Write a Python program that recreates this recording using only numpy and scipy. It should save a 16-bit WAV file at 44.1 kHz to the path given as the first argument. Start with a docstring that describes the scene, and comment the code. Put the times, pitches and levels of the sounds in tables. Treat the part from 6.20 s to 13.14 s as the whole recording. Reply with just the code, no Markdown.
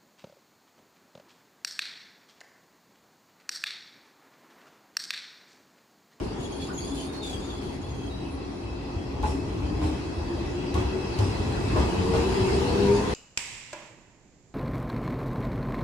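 """An electric train pulls out of a station, two tracks away from a stereo microphone.
Stick-slip friction makes its flanges squeal as it starts. Rough wheels and rails excite a growing
rolling noise, and gear whine and fan tones climb in pitch with speed. Axles strike a rail joint,
setting rail modes ringing and bogies rattling, while the track bed thuds under the load.
The cooling blowers of a standing train drone underneath."""
import sys
import numpy as np
from scipy import signal
from scipy.fft import rfft, irfft
from scipy.io import wavfile
from scipy.ndimage import uniform_filter1d

SR = 44100
rng = np.random.default_rng(int(sys.argv[2]) if len(sys.argv) > 2 else 0)


def waveform_to_disk(signal):
    """Save audio, clipped to [-1, 1], as 16-bit WAV at the path in sys.argv[1]."""
    frames = np.transpose(np.atleast_2d(signal))
    scaled = np.clip(frames, -1, 1) * 32767
    samples = np.round(scaled).astype(np.int16)
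    wavfile.write(sys.argv[1], SR, samples)


N = 306054
T = np.arange(N) / SR

# Strength of the rolling excitation as bogies draw level: time_s, rolling_db, rumble_db
ROLLING_LEVELS = [(0.0, 2, -53), (0.7, -2, -55), (1.3, -1.5, -44), (1.8, -5, -37), (2.4, -3, -42),
                  (2.9, -1.5, -34.5), (3.6, 1.5, -35.5), (4.3, 1.5, -38.5), (4.7, 3, -37.5),
                  (5.2, 6.5, -30.5), (5.8, 9.5, -32.5), (6.3, 12, -31.5), (6.94, 11, -33.5)]
# Relative spectra of the rolling noise, lowest band first: frequency_hz, density_db
RUMBLE_SPECTRUM = [(13, -51), (33, -44), (48, -10), (65, -0.5), (97, -3.5), (140, -7), (180, -74),
                   (310, -120)]
BOOM_SPECTRUM = [(71, 2), (120, -2.5), (215, 0), (277, -1), (370, 1), (453, -5), (540, -21.5), (700, -19),
                 (1190, -120)]
ROAR_SPECTRUM = [(280, -27), (480, 1), (591, -1.5), (698, -1), (800, -1), (960, -3), (1080, -5.5),
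                 (1350, -12.5), (1900, -20.5), (2470, -18.5), (4180, -120)]
HISS_SPECTRUM = [(1000, -3.5), (1700, -1), (2400, -4.5), (2680, -2.5), (3600, -7), (4040, -6), (5060, -4.5),
                 (6300, -17.5), (8190, -31), (13900, -120)]
FIZZ_SPECTRUM = [(3410, -41), (5800, -11), (6360, 0), (6710, 2), (9740, -5), (10600, -9.5), (12200, -15.5),
                 (13600, -22)]
# Broad resonance of the rail under the nearest bogie: time_s, pitch_hz, level_db
RAIL_RESONANCE = [(2.9, 890, -56), (4.5, 901, -52), (5.2, 921, -44.5), (5.7, 950.5, -38.5),
                  (6.1, 945.5, -37.5), (6.4, 899, -39), (6.94, 950, -40)]
# Blower tones of the standing train: pitch_hz, width_hz, level_db
BLOWER_TONES = [(274.7, 25, -43.5), (349.2, 33, -47.5), (412.7, 28, -52.5)]
# Relative spectrum of its low drone: frequency_hz, density_db
DRONE_SPECTRUM = [(13, -43), (22, -7), (36, -9), (54, 11), (68, -12), (92, -30), (130, -4), (170, -55),
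                  (290, -120)]
# Flange grips on the rail edge: start_s, length_s, pitch_hz, squeal_db, overtones_db, scrape_db
FLANGE_GRIPS = [(0.01, 0.045, 3290, -84, -80, -54.5), (0.187, 0.07, 3360, -48.5, -54, -53),
                (0.312, 0.11, 3290, -51.5, -57, -60), (0.396, 0.094, 3390, -58, -60, -50.5),
                (0.52, 0.038, 3400, -72, -49, -66), (0.565, 0.047, 3318, -53, -45, -54),
                (0.634, 0.09, 3363, -53, -55, -51.5), (0.735, 0.12, 3390, -56, -52.5, -47.5),
                (0.916, 0.054, 3300, -61, -63, -50.5), (1.017, 0.06, 3390, -48, -48, -46.5),
                (1.086, 0.081, 3380, -46.5, -54, -50.5), (1.186, 0.2, 3394, -56, -57, -55),
                (1.406, 0.15, 3260, -59, -65, -53), (1.603, 0.12, 3320, -58, -61, -58),
                (1.735, 0.15, 3310, -55.5, -62.5, -58), (1.9, 0.22, 3310, -77, -85, -61)]
# Harmonics of the squeal: pitch_ratio, width_hz, gain_db
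SQUEAL_OVERTONES = [(2, 160, 0), (3, 280, -10.5)]
# Relative spectrum of the flange scrape: frequency_hz, density_db
SCRAPE_SPECTRUM = [(1500, -28), (2500, 7), (3500, 1), (4400, 11), (5300, 1), (7000, -4), (10000, -1),
                   (12000, -11), (13600, -20)]
# Short wheel squeaks and flares of the squeal's upper harmonics:
# start_s, length_s, start_hz, end_hz, width_hz, level_db
SQUEAKS_AND_FLARES = [(0.19, 0.09, 9900, 9950, 220, -63), (0.3, 0.16, 9840, 9950, 180, -59),
                      (0.517, 0.1, 13230, 13400, 400, -68), (0.728, 0.14, 10050, 10000, 250, -60),
                      (0.598, 0.1, 11300, 11200, 200, -67), (1.03, 0.08, 13300, 13400, 400, -70),
                      (0.296, 0.14, 4270, 4270, 99.7, -56), (0.473, 0.035, 1204, 1180, 120, -44),
                      (0.482, 0.04, 1460, 1480, 120, -46), (0.592, 0.062, 4470, 4590, 300, -45.5),
                      (0.608, 0.27, 9060, 9050, 170, -56.5), (0.631, 0.25, 3450, 3530, 130, -53.5),
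                      (0.761, 0.05, 3120, 3110, 160, -47.5), (0.872, 0.084, 3750, 3720, 98, -53),
                      (0.934, 0.071, 4250, 4290, 80, -47), (1.006, 0.03, 3740, 3670, 90.4, -39.5),
                      (1.042, 0.12, 8080, 7980, 111, -57), (1.043, 0.32, 4680, 4700, 260, -57),
                      (1.202, 0.11, 3600, 3680, 119.6, -53), (1.286, 0.11, 3480, 3430, 91, -54),
                      (1.402, 0.065, 3210, 3250, 90, -55), (1.889, 0.089, 3820, 3900, 90, -47.5),
                      (1.996, 0.083, 7460, 9700, 500, -69), (2.092, 0.057, 9800, 9750, 250, -61.5),
                      (2.234, 0.18, 9600, 9700, 250, -70)]
# Modes of the wheel discs: pitch_hz, width_hz, gain_db
DISC_MODES = [(1970, 130, -4), (2595, 75, 1.5), (2770, 70, -10), (3300, 120, -4.5), (3850, 110, -9),
              (4110, 85, -4), (4620, 60, -12), (5050, 220, -7), (5790, 160, -10)]
# Strength of their ringing: time_s, level_db
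DISC_LEVELS = [(1.2, -61.5), (3.9, -57), (4.4, -53), (6.94, -50)]
# Sleepers and ballast loaded by axles near and far: start_s, level_db, pitch_hz, t60_s
BED_THUDS = [(2.099, -30, 74, 0.44), (2.429, -34, 59.7, 1), (2.759, -24.5, 88.6, 0.21),
             (3.018, -21.5, 62, 0.52), (3.075, -24.5, 75.4, 0.31), (3.139, -29, 66.5, .28),
             (3.372, -30, 90.3, 0.4), (3.43, -22.5, 68, 0.24), (3.606, -22, 71, .3),
             (3.644, -19, 72.4, 0.43), (3.974, -20.5, 74, 0.17), (4.058, -30, 59.7, 0.27),
             (4.54, -20.5, 84.5, 0.12), (4.568, -19, 87, 0.29), (4.598, -19, 92.5, 0.14),
             (4.649, -22.5, 67, 0.2), (4.985, -20.5, 93.4, 0.35), (5.014, -15.5, 95.7, 0.22),
             (5.195, -24, 101, .3), (5.585, -19, 65.6, 0.56), (5.774, -22, 88.5, 0.36),
             (5.936, -25, 113.4, 0.36), (5.968, -22, 72, 0.44), (6.401, -24, 64.8, .3),
             (6.698, -25, 108.4, 0.39)]
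# Gear whine swelling as motors pass: time_s, level_db
GEAR_LEVELS = [(2.9, -50), (3.2, -36.5), (3.4, -45), (3.52, -34.5), (3.66, -28), (3.78, -42), (3.9, -42),
               (4.05, -44), (4.14, -32), (4.24, -41), (4.35, -33.5), (4.46, -44), (4.6, -35), (4.76, -35.5),
               (4.95, -47), (5.3, -44), (5.55, -36.5), (5.78, -44), (5.96, -27.5), (6.08, -37.5),
               (6.2, -45), (6.32, -45), (6.45, -38), (6.55, -37), (6.76, -37), (6.94, -36.5)]
# Shift of the whine about the tooth rate as motors pass: time_s, shift_hz
GEAR_SHIFTS = [(3.7, 0), (3.8, -8), (4.0, -0.5), (4.6, 3), (4.85, -5), (5.3, 7), (6.0, 8), (6.4, -1),
               (6.94, -1.5)]
# Strength of the motor fans: time_s, level_db
FAN_LEVELS = [(2.9, -68), (4.2, -57), (4.55, -37.5), (4.9, -52), (5.2, -38), (5.45, -53), (5.75, -34),
              (5.87, -28.5), (6.0, -40.5), (6.15, -32), (6.42, -29.5), (6.5, -35.5), (6.6, -27.5),
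              (6.76, -27), (6.83, -34.5), (6.94, -30.5)]
# Fan blade tones: tooth_rate_ratio, width_hz, gain_db, steady_ratio
FAN_TONES = [(.816, 12, 1.5, 1.57), (.41, 6.2, -6.5, 1.7)]
# Axle blows on the joint: start_s, clang_db, ring_hz, other_ring_hz, tick_db, rattle_db,
# rattle_length_s, jingle_db, jingle_rise_s
AXLE_BLOWS = [(3.026, -30.5, 840, 980, -45, -31.5, 0.045, -48, 0.049),
              (3.608, -42, 856, 1000, -56, -32.5, 0.037, -51, 0.035),
              (4.541, -33, 1130, 776, -38.5, -29, 0.051, -66, .02),
              (4.987, -39.5, 780, 875, -36, -32, 0.042, -48, .02),
              (5.553, -28.5, 630, 1010, -55.5, -28, 0.056, -56, .04),
              (5.928, -32.5, 610, 1090, -58, -26.5, 0.05, -61, 0.033)]
# Relative spectra of contact tick, bogie rattle and loose parts: frequency_hz, density_db
TICK_SPECTRUM = [(600, -20), (1500, 0), (4000, 4), (9000, -4), (13600, -16)]
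RATTLE_SPECTRUM = [(88, -37), (150, -8.5), (264, -4.5), (371, -2), (606, -14), (851, -8.5), (1310, -22),
                   (2790, -26), (9700, -40.5), (13600, -55)]
JINGLE_SPECTRUM = [(2500, -30), (4500, -7), (5400, 6), (6300, -12), (7500, -2), (9600, -7), (11000, -13),
                   (13600, -28)]
# Modes of the rail end: pitch_hz, gain_db, t60_s
RAIL_MODES = [(617, 2.5, 0.086), (790, -19, .1), (846, 2, 0.25), (855, 1, 0.088), (956, -5, 0.033),
              (1021, 3, 0.027), (1108, -2, 0.1), (1455, 5, 0.11), (2690, -1.5, .1)]
# Brief gliding hums and ringing resonances as bogies pass:
# start_s, length_s, start_hz, end_hz, width_hz, level_db
HUMS_AND_RINGS = [(5.8, 0.56, 370, 417, 8, -35), (5.49, 0.48, 340, 360, 14, -36.5),
                  (6.05, 0.26, 360, 336, 9.8, -33.5), (4.9, 2.1, 190, 250, 18, -46.5),
                  (5.93, 0.1005, 810, 950, 37, -39), (5.5, 0.1, 1010, 1200, 40, -36),
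                  (6.076, 0.068, 900, 895, 40, -44), (6.3, 0.31, 890, 795, 16, -45),
                  (6.62, 0.13, 1005, 900, 20, -39), (6.755, 0.27, 1030, 1040, 11, -39),
                  (6.75, 0.14, 454, 428, 12, -36.5)]
# Likeness of the noise at the two capsules: frequency_hz, correlation
STEREO_COHERENCE = [(60, 0.99), (180, 0.88), (520, 0.15), (1500, 0.16), (4500, 0.022), (13200, 0.097)]
# Level difference between the capsules: frequency_hz, left_minus_right_db
STEREO_BALANCE = [(60, 1), (180, 1), (520, 2.5), (1520, 1), (4480, 0), (6000, 6), (9000, -5.5),
                  (13200, -0.5)]


def amp(db):
    """Amplitude ratio of a level in decibels."""
    return 10 ** (np.asarray(db) / 20)


def unit_rms(x):
    return x / np.sqrt(np.mean(x ** 2) + 1e-20)


def at_frequency(points, hz):
    """Interpolation of a table on a logarithmic frequency axis."""
    frequency_hz, value = np.transpose(points)
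    return np.interp(np.log(hz + 1), np.log(frequency_hz + 1), value)


def curves(rows):
    """Each column after time_s, interpolated over the whole scene."""
    time_s, *columns = np.transpose(rows)
    return [np.interp(T, time_s, column) for column in columns]


def flutter(rate_hz, depth_db):
    """Random modulation: a factor that wanders about one."""
    steps = rng.standard_normal(200)
    return amp(depth_db * np.interp(T * rate_hz, np.arange(200), steps))


def burst(start_s, rise_s, hold_s, t60_s):
    """Envelope of a damped vibration: a quick rise, then exponential decay from hold_s after onset."""
    age = T - start_s
    return np.clip(age / rise_s, 0, 1) ** 2 * amp(-60 * np.maximum(age - hold_s, 0) / t60_s)


def noise(spectrum, patchy_db):
    """Partly coherent stereo noise of a given colour, its level mottled over time and frequency."""
    frames, hz = N // 256 + 5, np.fft.rfftfreq(1024, 1 / SR)
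    a, b, c, d, patches = rng.standard_normal((frames, 513, 5)).T
    patches = unit_rms(uniform_filter1d(uniform_filter1d(patches, size=10, axis=0), size=12, axis=1))
    coherence = at_frequency(STEREO_COHERENCE, hz)[:, None]
    left = a + 1j * b
    right = coherence * left + np.sqrt(1 - coherence ** 2) * (c + 1j * d)
    mottled = np.array([left, right]) * amp(patchy_db * patches)
    white = signal.istft(mottled, nperseg=1024, noverlap=768)[1][:, :N]
    colour = amp(at_frequency(spectrum, np.fft.rfftfreq(N, 1 / SR)))
    return unit_rms(irfft(rfft(white) * colour, N))


def narrowband(hz, width_hz, spread):
    """A carrier modulated by low-pass noise; spread runs from 0 (mono) to 1 (independent channels)."""
    pole = np.exp(-np.pi * width_hz / SR)
    real, imag = signal.lfilter([1], [1, -2 * pole, pole * pole], rng.standard_normal((2, 2, N)))
    mid, side = real + 1j * imag
    drift = np.array([mid + spread * side, mid - spread * side])
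    carrier = np.exp(2j * np.pi * np.cumsum(hz * np.ones(N)) / SR)
    return unit_rms((drift * carrier).real)


def tone(hz, width_hz, steady):
    """A sinusoid of relative amplitude `steady` within a narrow band of noise."""
    sine = np.sin(2 * np.pi * np.cumsum(hz) / SR)
    return unit_rms(narrowband(hz, width_hz, spread=0.37) + steady * sine)


def rolling_noise():
    """Forced vibration: wheel and rail roughness shakes the track bed and the body over a wide band."""
    rolling_db, rumble_db = curves(ROLLING_LEVELS)
    rumble = amp(rumble_db) * noise(RUMBLE_SPECTRUM, patchy_db=-1.5)
    boom = amp(-34.5 + 0.65 * rolling_db) * noise(BOOM_SPECTRUM, patchy_db=1.5)
    roar = amp(-42.5 + 0.6 * rolling_db) * noise(ROAR_SPECTRUM, patchy_db=1.2)
    hiss = amp(-48 + 0.94 * rolling_db) * noise(HISS_SPECTRUM, patchy_db=2.5)
    fizz = amp(-61 + 1.1 * rolling_db) * noise(FIZZ_SPECTRUM, patchy_db=2.0)
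    return rumble + boom + roar + hiss + fizz


def rail_song():
    """Resonance: the rail under the nearest bogie responds in one broad band."""
    hz, db = curves(RAIL_RESONANCE)
    return amp(db) * flutter(6.6, 1.9) * narrowband(hz, width_hz=280, spread=0.98)


def standing_train():
    """Rotation at constant speed: cooling blowers hold their pitch above a low drone."""
    blowers = sum(amp(db) * flutter(4, 2.5) * narrowband(hz, width_hz, spread=0.37)
                  for hz, width_hz, db in BLOWER_TONES)
    return blowers + amp(-47) * noise(DRONE_SPECTRUM, patchy_db=-0.5)


def flange_squeal():
    """Stick-slip friction on the rail edge: a wavering squeal, its overtones, scrape and squeaks."""
    starts_s, lengths_s, pitches_hz, *levels_db = np.transpose(FLANGE_GRIPS)
    hz = np.interp(T, starts_s + lengths_s / 2, pitches_hz)
    hz *= flutter(21.9, 0.11)  # the pitch wavers by about 1 %
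    grips = np.array([burst(start_s, 0.015, length_s, t60_s=0.22)
                      for start_s, length_s in zip(starts_s, lengths_s)])
    squeal_gain, overtone_gain, scrape_gain = amp(levels_db) @ grips
    overtones = sum(amp(db) * flutter(34.25, 2.8) * narrowband(ratio * hz, width_hz, spread=1.0)
                    for ratio, width_hz, db in SQUEAL_OVERTONES)
    out = squeal_gain * flutter(42.04, 4.0) * narrowband(hz, width_hz=116, spread=0.92)
    out += overtone_gain * overtones + scrape_gain * noise(SCRAPE_SPECTRUM, patchy_db=2.0)
    for start_s, length_s, start_hz, end_hz, width_hz, db in SQUEAKS_AND_FLARES:
        glide_hz = np.interp(T, [start_s, start_s + length_s], [start_hz, end_hz])
        envelope = amp(db) * burst(start_s, 0.014, length_s, t60_s=0.28) * flutter(44.65, 2)
        out += envelope * narrowband(glide_hz, width_hz, spread=0.99)
    return out


def wheel_discs():
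    """Normal modes: the discs ring at pitches independent of speed, harder after each joint blow."""
    modes = sum(amp(db) * flutter(24, 2.5) * narrowband(hz, width_hz, spread=1.0)
                for hz, width_hz, db in DISC_MODES)
    fade_in = np.clip((T - DISC_LEVELS[0][0]) / 0.21, 0, 1)  # the first bogie draws level
    kick_db = 3.5 * sum(burst(start_s, 0.035, 0.021, t60_s=0.91) for start_s, *_ in AXLE_BLOWS)
    return fade_in * amp(curves(DISC_LEVELS)[0] + kick_db) * modes


def sleeper_thuds():
    """Damped oscillation: sleepers and ballast thud under an axle; a stiffer mode adds a knock."""
    out = np.zeros(N)
    for start_s, db, hz, t60_s in BED_THUDS:
        phase = 2 * np.pi * hz * (T - start_s)
        thud = burst(start_s, 0.0065, 0.016, t60_s) * np.sin(phase)
        knock = amp(-13.5) * burst(start_s, 0.017, 0.004, t60_s=0.14) * np.sin(2.316 * phase)
        out += amp(db) * (thud + knock)
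    return out


def traction_motors():
    """Periodic forcing: gear teeth and fan blades sound at frequencies proportional to shaft speed."""
    pull_s, climb_hz_per_s, sag_hz_per_s2 = 2.9, 66, 1.1
    age = T - pull_s
    tooth_hz = 258.9 + climb_hz_per_s * age - sag_hz_per_s2 * age ** 2
    whine = tone(tooth_hz + curves(GEAR_SHIFTS)[0], width_hz=17.4, steady=1.5)
    gears = amp(curves(GEAR_LEVELS)[0]) * whine * flutter(18, 1.1)
    blades = sum(amp(db) * flutter(6.7, 0.68) * tone(ratio * tooth_hz, width_hz, steady)
                 for ratio, width_hz, db, steady in FAN_TONES)
    fans = amp(curves(FAN_LEVELS)[0]) * blades
    return np.clip(age / 0.056, 0, 1) * (gears + fans)


def joint_impacts():
    """Impact excitation: a wheel ticks on the rail end, its bogie rattles and loose parts jingle."""
    tick, rattle, jingle = np.zeros((3, N))
    for start_s, *_, tick_db, rattle_db, rattle_s, jingle_db, rise_s in AXLE_BLOWS:
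        tick += amp(tick_db) * burst(start_s, 0.00043, 0.0021, t60_s=0.061)
        rattle += amp(rattle_db) * burst(start_s, 0.011, rattle_s, t60_s=0.59)
        jingle += amp(jingle_db) * burst(start_s, rise_s, rise_s + 0.034, t60_s=0.48)
    return (tick * noise(TICK_SPECTRUM, patchy_db=0)
            + rattle * noise(RATTLE_SPECTRUM, patchy_db=1)
            + jingle * noise(JINGLE_SPECTRUM, patchy_db=-1))


def rail_clang():
    """Free vibration: the struck rail end rings most in modes near the two pitches a blow favours."""
    out = np.zeros((2, N))
    for blow_s, clang_db, ring_hz, other_ring_hz, *_ in AXLE_BLOWS:
        start_s = blow_s + 0.006  # the rail answers after the tick
        span = slice(round(start_s * SR), round((start_s + 0.5) * SR))
        age = T[span] - start_s
        for hz, db, t60_s in RAIL_MODES:
            octaves_off = min(abs(np.log2(hz / ring_hz)), abs(np.log2(hz / other_ring_hz)))
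            level_db = clang_db + db + max(-100 * octaves_off, -17)
            decay_db = -60 * np.maximum(age - 0.025, 0) / t60_s
            envelope = np.clip(age / 0.0012, 0, 1) * amp(level_db + decay_db)
            throb_hz = 55 * rng.uniform(0.6, 1.41)  # loose fishplates modulate each mode
            envelope *= 1 + 0.4 * np.sin(2 * np.pi * (throb_hz * age + rng.random()))
            turns = hz * rng.uniform(1.0, 1.01) * age
            channel_turns = 0.38 * rng.random((2, 1))
            out[:, span] += envelope * np.sin(2 * np.pi * (turns + channel_turns))
    return out


def passing_bogies():
    """Narrow-band vibration: brief gliding hums and ringing resonances sound as bogies pass."""
    out = np.zeros((2, N))
    for start_s, length_s, start_hz, end_hz, width_hz, db in HUMS_AND_RINGS:
        glide_hz = np.interp(T, [start_s, start_s + length_s], [start_hz, end_hz])
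        envelope = amp(db) * burst(start_s, 0.053, length_s, t60_s=0.43)
        out += envelope * tone(glide_hz, width_hz, steady=0.63)
    return out


def scene():
    """Superposition: the pressures of all sources add."""
    return (rolling_noise() + rail_song() + standing_train() + flange_squeal() + wheel_discs()
            + sleeper_thuds() + traction_motors() + passing_bogies() + joint_impacts() + rail_clang())


def record(dry):
    """Linear filtering: two band-limited capsules differ slightly in colour and in treble delay."""
    bass_cut_hz, treble_cut_hz = 44, 13750
    right_lag_s, lag_from_hz = 0.000347, 495
    hz = np.fft.rfftfreq(N, 1 / SR)
    lean_db = at_frequency(STEREO_BALANCE, hz) / 2
    delay = np.exp(-2j * np.pi * right_lag_s * np.maximum(hz - lag_from_hz, 0))
    capsules = np.array([amp(lean_db), amp(-lean_db) * delay])
    high_pass = 1 / np.sqrt(1 + (bass_cut_hz / (hz + 1)) ** 6)
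    coloured = irfft(rfft(dry) * capsules * high_pass, N)
    low_pass = signal.firwin(511, treble_cut_hz, window=("kaiser", 9), fs=SR)
    return signal.oaconvolve(coloured, low_pass[None], "same")


dry = scene()
out = record(dry)
waveform_to_disk(out)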